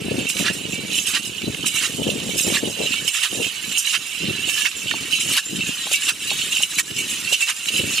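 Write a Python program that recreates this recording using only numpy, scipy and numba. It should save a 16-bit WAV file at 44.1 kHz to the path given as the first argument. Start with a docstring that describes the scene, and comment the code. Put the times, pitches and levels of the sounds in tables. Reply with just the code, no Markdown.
"""Open sand, where a camel prances in a rattling harness, heard through two microphone ports.
A dull air hiss is filtered noise; the wind is random thumps shaped into a breeze and gusts.
Plates, pellet bells and small jingles are many short dying tones, struck at random all the time
and harder at each jolt of the gait. Larger bells ring on now and then, and dull knocks are short mixed tones."""
import sys
import numpy as np
from scipy import signal
from scipy.fft import rfft, irfft
from scipy.io import wavfile
from scipy.ndimage import uniform_filter1d
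from numba import njit

SR = 44100
rng = np.random.default_rng(int(sys.argv[2]) if len(sys.argv) > 2 else 0)


def waveform_to_disk(signal):
    """Save audio, clipped to [-1, 1], as 16-bit WAV at the path in sys.argv[1]."""
    frames = np.transpose(np.atleast_2d(signal))
    scaled = np.clip(frames, -1, 1) * 32767
    samples = np.round(scaled).astype(np.int16)
    wavfile.write(sys.argv[1], SR, samples)


N = 352800  # 8 s


def gain_of(db):
    """Turns decibels into a factor."""
    return 10 ** (np.asarray(db) / 20)


def evened(x):
    """Scales a sound to an rms of 1."""
    return x / np.sqrt(np.mean(x ** 2) + 1e-20)


def read(points, hz):
    """Reads a table by pitch at any frequency, on a logarithmic pitch scale."""
    table_hz, value = np.transpose(points)
    return np.interp(np.log(hz + 1), np.log(table_hz + 1), value)


def swell(t, s, db, rise_ms, fall_ms):
    """Power that grows and dies as a lopsided bell curve."""
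    width_s = np.where(t < s, max(rise_ms, 1), max(fall_ms, 1)) / 1000
    return gain_of(2 * db) * np.exp(-((t - s) / width_s) ** 2)


def air():
    """Quiet field air: a dull hiss of filtered noise, partly shared by the two ports."""
    level_db = -47
    a, b = rng.standard_normal((2, N))
    hiss = signal.lfilter([1], [1, -.8], [a, 0.56 * a + 1.13 * b])
    return gain_of(level_db) * evened(hiss)


# breeze under the gusts: (time [s], rumble level [dB])
BREEZE = [(0.0, -29), (0.5, -57), (1.3, -40), (1.8, -39.5), (2.9, -40.5), (3.15, -59), (4.15, -53),
          (4.42, -36.5), (4.7, -49.5), (5.25, -36.5), (5.41, -70), (5.8, -46.5), (7.25, -41.5), (7.58, -53),
          (8.0, -43.5)]
# gusts: (peak time [s], rumble level [dB], rise [ms], crackle over rumble [dB])
GUSTS = [(0.16, -23.5, 52, -9.5), (0.439, -30.5, 63, -7.5), (0.75, -33.5, 200, -11.5),
         (1.481, -26, 29, -16), (1.63, -29.5, 24, -22), (2.07, -27, 88, -7.5), (2.3, -29.5, 75, -10),
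         (2.5, -26, 46, -4.5), (2.659, -25, 27.6, -3.5), (2.822, -33, 31, 3.5), (3.02, -35.5, 42, -11.5),
         (3.33, -32, 15, -5), (3.41, -29, 32.4, -5), (3.6, -44, 24, -18), (3.68, -36, 30, -22),
         (4.0, -42, 19, -15), (4.272, -24.5, 38, -17.5), (4.86, -40.5, 99, -14), (5.299, -29, 27, -12),
         (5.55, -28.5, 53, -21), (5.69, -34, 21, -17), (6.25, -40.5, 150, -15), (6.95, -34.5, 72, -15),
         (7.82, -25, 56, -13.5)]
# colour of the wind at the port: (pitch [Hz], relative strength [dB per Hz])
BUFFET = [(12, -69), (20, -42), (82, -4), (204, 5.5), (327, 2.5), (489, -2), (592, -7), (770, -15.5),
          (1300, -29.5), (1690, -61), (2860, -120)]
# how the ports differ in wind: (pitch [Hz], left over right [dB], left leads [rad])
WIND_PORTS = [(60, 4, 0.05), (110, -3, 0.37), (200, 0.5, 0.94), (380, 5.5, 1.1), (735, 12.5, 1.22)]


def wind():
    """Eddies hit the ports as uneven thumps; the right one gets them later, and weaker in the upper part."""
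    breeze_crackle_db, gust_tail = -15, 1.115  # crackle over rumble; fall time over rise time
    t, hz = np.arange(N) / SR, np.fft.rfftfreq(N, 1 / SR)
    slow = t[::64]
    rumble_power = gain_of(2 * np.interp(slow, *np.transpose(BREEZE)))
    crackle_power = rumble_power * gain_of(2 * breeze_crackle_db)
    for s, db, ms, over_db in GUSTS:
        gust = swell(slow, s, db, ms, gust_tail * ms)
        rumble_power = rumble_power + gust
        crackle_power = crackle_power + gust * gain_of(2 * over_db)

    # quick lumps only: the gusts set the slow level
    lumps = evened(uniform_filter1d(uniform_filter1d(rng.standard_normal(N), 350), 350))
    lumps = evened(lumps - uniform_filter1d(lumps, 3500))
    force_db = 1.16 * np.minimum(rng.exponential(1, N), 3) + 4.84 * np.clip(lumps, -3, 1.6)
    hits = rng.random(N) < 600 / SR  # about 600 eddies a second
    eddies = gain_of(force_db) * hits * rng.choice([-1, 1], N)

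    # rumble lies below about 400 Hz, crackle above
    colour = rfft(eddies) * gain_of(read(BUFFET, hz))
    upper = 1 / (1 + (400 / (hz + 1)) ** 6)
    rumble = evened(irfft(colour * (1 - upper), N)) * np.interp(t, slow, np.sqrt(rumble_power))
    crackle = evened(irfft(colour * upper, N)) * np.interp(t, slow, np.sqrt(crackle_power))

    port_hz, side_db, lead = np.transpose(WIND_PORTS)
    balance = gain_of(read(np.c_[port_hz, side_db], hz) / 2)
    tilt = balance * np.exp(.5j * read(np.c_[port_hz, lead], hz))
    return irfft(rfft(rumble + crackle) * np.array([tilt, 1 / tilt]), N)


# each stride tosses the harness up, rolls it, and lands it with a crash; it swings loosely in between.
# all four: (time [s], bells level [dB], length [ms], jingles over bells [dB])
TOSSES = [(0.302, -27.5, 22, 8), (0.99, -23, 38, 2.5), (1.673, -17.5, 18, 3), (2.399, -19, 43, 3.5),
          (3.086, -17, 15, 1), (3.789, -22, 20, 8.5), (4.497, -22.5, 22, 3), (5.213, -16, 22, 0),
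          (5.939, -12.5, 43, -3), (6.634, -12.5, 18, -3.5), (7.338, -7.5, 22, -5.5)]
ROLLS = [(0.39, -27.5, 54.6, 2), (1.082, -26.5, 45, 5), (1.76, -26.5, 55, 3.5), (2.48, -34.5, 60, 9.5),
         (3.153, -23, 52.3, 1.5), (3.875, -30.5, 70, 6), (4.587, -29, 45, 5), (5.31, -28.5, 60.5, 4),
         (6.02, -26, 60, 1.5), (6.722, -29, 65, 5.5), (7.415, -18, 35.2, 1)]
CRASHES = [(0.478, -19.5, 40, -8), (1.162, -20, 34, -3.5), (1.845, -22, 44, -2), (2.562, -20, 43, -2),
           (3.253, -20, 34, -1.5), (3.954, -17.5, 26, -2), (4.67, -19.5, 24, -5), (5.381, -14, 22, -0.5),
           (6.099, -16.5, 25.4, 0.5), (6.798, -13.5, 18.7, 4.5), (7.497, -13.5, 31, 0)]
SWINGS = [(0.112, -23, 18, -22), (0.191, -29, 28, -7), (0.54, -34, 35, 6), (0.731, -30, 57, -3.5),
          (0.93, -23.5, 45, -6), (0.959, -29, 20, 4), (1.261, -28, 26, -3), (1.439, -31, 29, -17),
          (1.8, -24, 33, -7), (2.036, -25.5, 29, -8), (2.097, -25, 43, -4.5), (2.201, -30, 20, -24),
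          (2.287, -27.5, 44, -9), (2.659, -28, 43, -14), (2.816, -24, 22, -10), (2.865, -25.5, 120, -7.5),
          (2.941, -20, 31, -11), (2.98, -27, 15, -22), (3.35, -30, 65, -5), (3.445, -24.5, 65, -4),
          (3.546, -34, 60, -20), (3.729, -21, 8, -2.5), (4.221, -25.5, 51, -24), (4.272, -23, 17, -21),
          (4.627, -17, 6.5, -12), (4.716, -28, 11, -12), (4.776, -31, 24, 0), (4.878, -25.5, 27, -15),
          (4.914, -27.5, 75, -14), (5.145, -16.5, 50, -5.5), (5.166, -22, 21, 0), (5.338, -20, 30, -1),
          (5.566, -25.5, 18, -6), (5.607, -28, 28, -19), (5.687, -26.5, 39, -1), (5.872, -28.5, 47, -8),
          (6.232, -24.5, 25, -1.5), (6.277, -24, 13, -4), (6.306, -20, 12, -18), (6.365, -27, 190, 0.5),
          (6.434, -24.5, 43, -18), (6.529, -17.5, 10, -6), (6.571, -22, 66, -2.5), (6.914, -25, 15, -3),
          (6.984, -22, 38, -1), (7.053, -40, 38, 7), (7.112, -26.5, 57, -1), (7.435, -15.5, 19, -7),
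          (7.466, -22, 16, -6), (7.661, -45, 11, -8), (7.693, -14.5, 8.1, -8), (7.783, -21, 80, -2.5),
          (7.941, -23.5, 34, -4), (7.986, -19, 21, -13)]


def jolts():
    """Every jolt as (time s, bells dB, rise ms, fall ms, plates over bells dB, jingles over bells dB)."""
    # share of the length that rises, plates over bells in dB
    kinds = (TOSSES, 0.38, -22), (ROLLS, 0.28, -3.5), (CRASHES, 0.48, 1), (SWINGS, 0.43, -27)
    return [(s, db, rise * ms, (1 - rise) * ms, plates_db, jingles_db)
            for rows, rise, plates_db in kinds
            for s, db, ms, jingles_db in rows]


# steady rattle through one stride, from crash to crash:
# (share of the stride, plates level [dB], bells level [dB], jingles level [dB])
GAIT = [(0.03, -49, -33.5, -27.5), (0.08, -36, -33, -30.5), (0.2, -43.5, -34.5, -32.5),
        (0.32, -40, -32.5, -34.5), (0.55, -37.5, -34, -33), (0.7, -39.5, -30, -31.5), (0.81, -37, -30, -25),
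        (0.9, -33, -26, -29.5)]
# change added to the steady rattle as the animal comes near: (time [s], plates [dB], bells [dB], jingles [dB])
NEAR = [(0.0, 0, 0, -4), (1.4, -4.5, 1, -3.5), (2.8, .3, 1.5, .3), (4.2, 1.4, 3.7, -.3),
        (5.6, 2.4, 2.5, 0.5), (6.8, 4, 0.9, 0.5), (8.0, 5, 6.5, 5.5)]


def shaking(t, kind):
    """How hard plates (0), bells (1) or jingles (2) are struck: the rattle of the gait plus every jolt."""
    crash_s = np.transpose(CRASHES)[0]
    stride_s = np.diff(crash_s).mean()
    marks = np.r_[crash_s[0] - stride_s, crash_s, crash_s[-1] + stride_s]
    share = np.interp(t, marks, np.arange(len(marks))) % 1
    gait, near = np.transpose(GAIT), np.transpose(NEAR)
    rattle_db = np.interp(share, gait[0], gait[1 + kind], period=1)
    near_db = np.interp(t, near[0], near[1 + kind])
    power = gain_of(2 * (rattle_db + near_db))
    for s, db, rise_ms, fall_ms, plates_db, jingles_db in jolts():
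        over_db = (plates_db, 0, jingles_db)[kind]
        power = power + swell(t + 0.0039, s, db + over_db, rise_ms, fall_ms)  # blows come 3.9 ms early
    return np.sqrt(power)


@njit
def ring(length, at, hz, fade, phase, size, soft):
    """Adds up dying sines, one per blow on a mode, with a size and phase for each ear and a soft start."""
    out = np.zeros((2, length))
    for k in range(len(at)):
        step, gap = np.exp(-fade[k] + 1j * hz[k]), 1.
        left = size[0, k] * np.exp(1j * phase[0, k])
        right = size[1, k] * np.exp(1j * phase[1, k])
        for n in range(at[k], min(length, at[k] + int(4 / fade[k]))):
            out[0, n] += left.imag * (1 - gap)
            out[1, n] += right.imag * (1 - gap)
            left *= step
            right *= step
            gap *= soft
    return out


# modes (the tones a piece rings at) of the larger bells: [Hz], and strength over the small pieces [dB]
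LARGE_HZ = [1715, 1860, 2283, 2560, 2690, 2790, 2975, 3040, 3390, 3675, 3970, 4340, 5290, 5560, 6207, 6450,
            6750, 7075, 7280, 7720, 8980, 9900]
LARGE_DB = [13.5, 7.8, 14.5, 1.5, 10.5, 1, -16.5, 3, -26, -9, 11.5, 14.5, -10.5, -1, 0.5, 7, 4, 0.5, 12,
            -8.5, 4, -12]
# sharp clinks, a bunch of pieces struck at once: (time [s], level before each kind's own shift [dB])
CLINKS = [(0.299, -11), (0.3674, -13), (0.986, -11), (1.1478, -13), (1.4181, -16), (1.5449, -19),
          (1.6657, -11), (2.1999, -15), (2.3974, -12), (3.0807, -9), (3.4443, -15), (3.7214, -14),
          (3.773, -11), (4.495, -12), (4.7147, -17), (4.9106, -9), (5.2093, -10), (5.3374, -9), (5.382, -9),
          (6.0883, -9), (6.3039, -10), (6.569, -10), (6.631, -9), (6.787, -9), (6.9097, -16), (7.3319, -10),
          (7.657, -16), (7.6858, -11)]
# balance as the animal crosses: (time [s], left over right [dB])
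SIDE_DB = [(0.0, -10), (4.45, -10.5), (5.44, -6.5), (8.0, -8)]
# balance of the metal by pitch, added to that: (pitch [Hz], left over right [dB])
PORTS = [(900, 3), (1300, 10), (2400, 0), (4400, 7.5), (8100, 4), (15000, 6.5)]


def metal(level, modes, lo_hz, hi_hz, t60, spread_db, apart, large_share, clink_db, choke, count, blows, order):
    """Hanging pieces with a few modes each; random blows and clinks set these ringing as dying sines."""
    # the pieces: modes spread evenly over the range, each piece hanging at its own spot
    slot = rng.permutation(count * order).reshape(count, order) + rng.random((count, order))
    hz = lo_hz + slot / slot.size * (hi_hz - lo_hz)
    ring_s = t60 * gain_of(4.7 * rng.standard_normal((count, order)))  # time to die by 60 dB
    place = rng.standard_normal((count, order, 2))

    # the blows: steady random ones first, then 8 within 1.5 ms for each clink
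    clink_s, hard_db = np.repeat(CLINKS, 8, axis=0).T
    when, pick, force, large, which, tune, turn = rng.random((blows + len(clink_s), 7)).T
    steady_s = (np.arange(blows) + when[:blows]) / blows * N / SR
    when = np.r_[steady_s, clink_s + .0015 * when[blows:]]
    piece = (pick * count).astype(int)
    hz, ring_s, place = hz[piece], ring_s[piece], place[piece]
    boost_db = np.zeros((len(when), order))

    # some blows land on a larger bell
    which = (which * len(LARGE_HZ)).astype(int)
    large_hz = np.take(LARGE_HZ, which)
    lands = (large < large_share) & (large_hz > lo_hz) & (large_hz < hi_hz)
    hz[lands, 0] = large_hz[lands]
    boost_db[lands, 0] = np.take(LARGE_DB, which)[lands]
    ring_s[lands, 0] = .16

    hz = hz * (1 + .007 * (tune[:, None] - .5))  # each blow is a little out of tune
    ring_s[blows:] *= .15  # pieces that meet in a clink damp each other
    landing = abs(when[:, None] - np.transpose(CRASHES)[0]).min(axis=1) < .035
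    ring_s[landing] = np.minimum(ring_s[landing], .06)  # a crash slams every piece against the hide
    fade = np.log(1000) / (np.clip(ring_s, .004, .5) * SR)

    # strength of each blow, with the steady ones evened out to rms 1 before the level is applied
    height = gain_of(read(modes, hz) + boost_db) * np.sqrt(fade)
    height = height / np.sqrt(np.sum(height[:blows] ** 2 / fade[:blows] / 4) / N)
    touch = gain_of(spread_db * np.minimum(-np.log(1 - force[:blows]), 2.5))  # many light, a few hard
    steady = evened(touch) * level(when[:blows])
    height = height * np.r_[steady, gain_of(hard_db + clink_db)][:, None]
    height = height / level(when)[:, None] ** choke  # makes up for the choking at the end

    s, side_db = np.transpose(SIDE_DB)
    side_db = np.interp(when, s, side_db)[:, None] + read(PORTS, hz) + 2.0 * place[..., 0]
    ears = np.array([height * gain_of(side_db / 2), height * gain_of(-side_db / 2)]).reshape(2, -1)
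    start = 2 * np.pi * turn[:, None] + 0 * hz
    phase = np.array([start + apart * place[..., 1], start]).reshape(2, -1)
    at = np.repeat((when * SR).astype(np.int64), order)
    soft = np.exp(-1 / (0.00041 * SR))  # onset takes about 0.4 ms
    rung = ring(N, at, (2 * np.pi * hz / SR).ravel(), fade.ravel(), phase, ears, soft)

    # pieces falling back on the hide are choked: the ringing drops as the shaking drops
    t = np.arange(0, N, 32) / SR
    return rung * np.interp(np.arange(N) / SR, t, level(t)) ** choke


# strength of the modes of plates, pellet bells and small jingles: (pitch [Hz], relative strength [dB per Hz])
PLATES = [(800, -14), (1200, -1), (1800, 3.5), (3500, 2), (6500, -5)]
BELLS = [(1240, -40), (2100, -13.5), (2420, -7.5), (2580, 3), (2750, 6.5), (3040, 6), (3240, -4),
         (3960, -1), (4220, -9.5), (4730, -9.5), (4900, -33), (6370, -43), (10800, -120)]
JINGLES = [(2820, -34), (4800, -3.5), (5570, -2.5), (7480, 1.5), (8100, -1), (9340, -2), (13200, -12.5),
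           (14900, -17), (15600, -35)]


def harness():
    """Plates clack broad and short, pellet bells ring in the middle, small jingles shimmer on top."""
    # t60 in s before its spread, apart in rad between the ears, order = modes per piece
    plates = metal(lambda t: shaking(t, kind=0), PLATES,
                   lo_hz=892, hi_hz=6635, t60=0.046, spread_db=2.0, apart=0.39, large_share=0.25,
                   clink_db=-23.5, choke=0.21, count=60, blows=3000, order=8)
    bells = metal(lambda t: shaking(t, kind=1), BELLS,
                  lo_hz=2100.3, hi_hz=4888, t60=0.091, spread_db=4.5, apart=0.7, large_share=.3,
                  clink_db=-13.5, choke=0.23, count=60, blows=3200, order=4)
    jingles = metal(lambda t: shaking(t, kind=2), JINGLES,
                    lo_hz=4788, hi_hz=15650, t60=0.084, spread_db=6.0, apart=1.0, large_share=0.25,
                    clink_db=-20, choke=0.47, count=160, blows=7000, order=6)
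    return plates + bells + jingles


# a larger bell struck while hanging free: (time [s], level of its main tone [dB], pitch [Hz])
PEALS = [(0.329, -37, 3970), (.72, -33, 2310), (.9, -34, 3970), (2.051, -41, 3970), (2.419, -36, 4020),
         (2.8, -38, 2330), (4.2, -37, 5260), (6.3, -36.5, 2274), (6.3, -27.5, 3720), (6.31, -30, 3350),
         (7.75, -23.5, 2680)]


def peals():
    """Each peal is one slowly dying mode whose split halves beat gently."""
    out, t = np.zeros((2, N)), np.arange(SR // 2) / SR
    edges = signal.windows.tukey(len(t), .1)  # eases in and out over 25 ms
    sides = gain_of([[-2.5], [2.5]])  # right is 5 dB louder
    for (s, db, hz), turn in zip(PEALS, rng.random(len(PEALS))):
        tone = np.sin(2 * np.pi * hz * t)
        tone = tone + .4 * np.sin(2 * np.pi * (0.996 * hz * t + turn))
        tone = gain_of(db - 60 * t / 0.94) * tone * edges  # dies at 60 dB in 0.94 s
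        part = out[:, round(s * SR):][:, :len(t)]
        part += (sides * tone)[:, :part.shape[1]]
    return out


# short dull knocks of wood, leather or a plate:
# (time [s], starting level of the main tone [dB], pitch [Hz], left over right [dB])
KNOCKS = [(1.545, -31, 2120, -21), (1.643, -25.5, 1270, -3), (2.939, -23.5, 1390, 1),
          (3.148, -19.5, 1730, 0), (4.483, -30.5, 557, -5), (4.563, -25, 1710, -3),
          (4.654, -10.5, 2170, -9), (4.913, -20, 1820, -21), (4.939, -22, 890, -10),
          (5.185, -25.5, 1310, -2), (5.367, -37, 1110, -2), (5.869, -26.5, 816, -12),
          (5.915, -25.5, 577, -3), (6.09, -24, 1260, -4), (6.315, -22.5, 820, -9), (6.604, -26, 824, -4),
          (7.325, -21.5, 560, 1)]


def knocks():
    """Each knock is a short dying tone at its pitch with weaker modes on either side."""
    out, t = np.zeros((2, N)), np.arange(1300) / SR
    for s, db, hz, side_db in KNOCKS:
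        tone = np.sin(2 * np.pi * hz * t)
        tone = tone + 0.57 * np.sin(2 * np.pi * 1.255 * hz * t)
        tone = tone + .5 * np.sin(2 * np.pi * .8 * hz * t)
        # dies by 60 dB in 30 ms, after a soft start of about 0.4 ms
        tone = gain_of(db - 60 * t / 0.03) * tone * (1 - np.exp(-t / 0.00038))
        out[:, round(s * SR):][:, :len(t)] += gain_of([[side_db / 2], [-side_db / 2]]) * tone
    return out


def scene():
    """Air, wind, harness, peals and knocks together."""
    return air() + wind() + harness() + peals() + knocks()


def record(dry):
    """Gain control ducks everything a moment after it gets loud; then bass cut, soft peaks and band limit."""
    threshold_db, recovery_db_per_s, edge_hz = -19, 60., 15620
    power_db = 10 * np.log10(abs(uniform_filter1d((dry ** 2).mean(0), 600)) + 1e-12)
    fall_db = np.arange(N) * recovery_db_per_s / SR
    held_db = np.maximum.accumulate(power_db + fall_db) - fall_db
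    over_db = np.maximum(held_db - threshold_db, 0)
    late_db = signal.lfilter([1 / 700], [1, 1 / 700 - 1], over_db)  # reacts over about 700 samples
    ducked = dry / gain_of(0.85 * late_db)
    ducked = signal.lfilter(*signal.butter(2, 45, "high", fs=SR), ducked)
    rounded = .95 * np.tanh(ducked / .95)  # the loudest peaks are rounded off
    band = signal.firwin(1023, edge_hz, window=("kaiser", 9), fs=SR)
    return signal.oaconvolve(rounded, band[None], "same")


dry = scene()
out = record(dry)
waveform_to_disk(out)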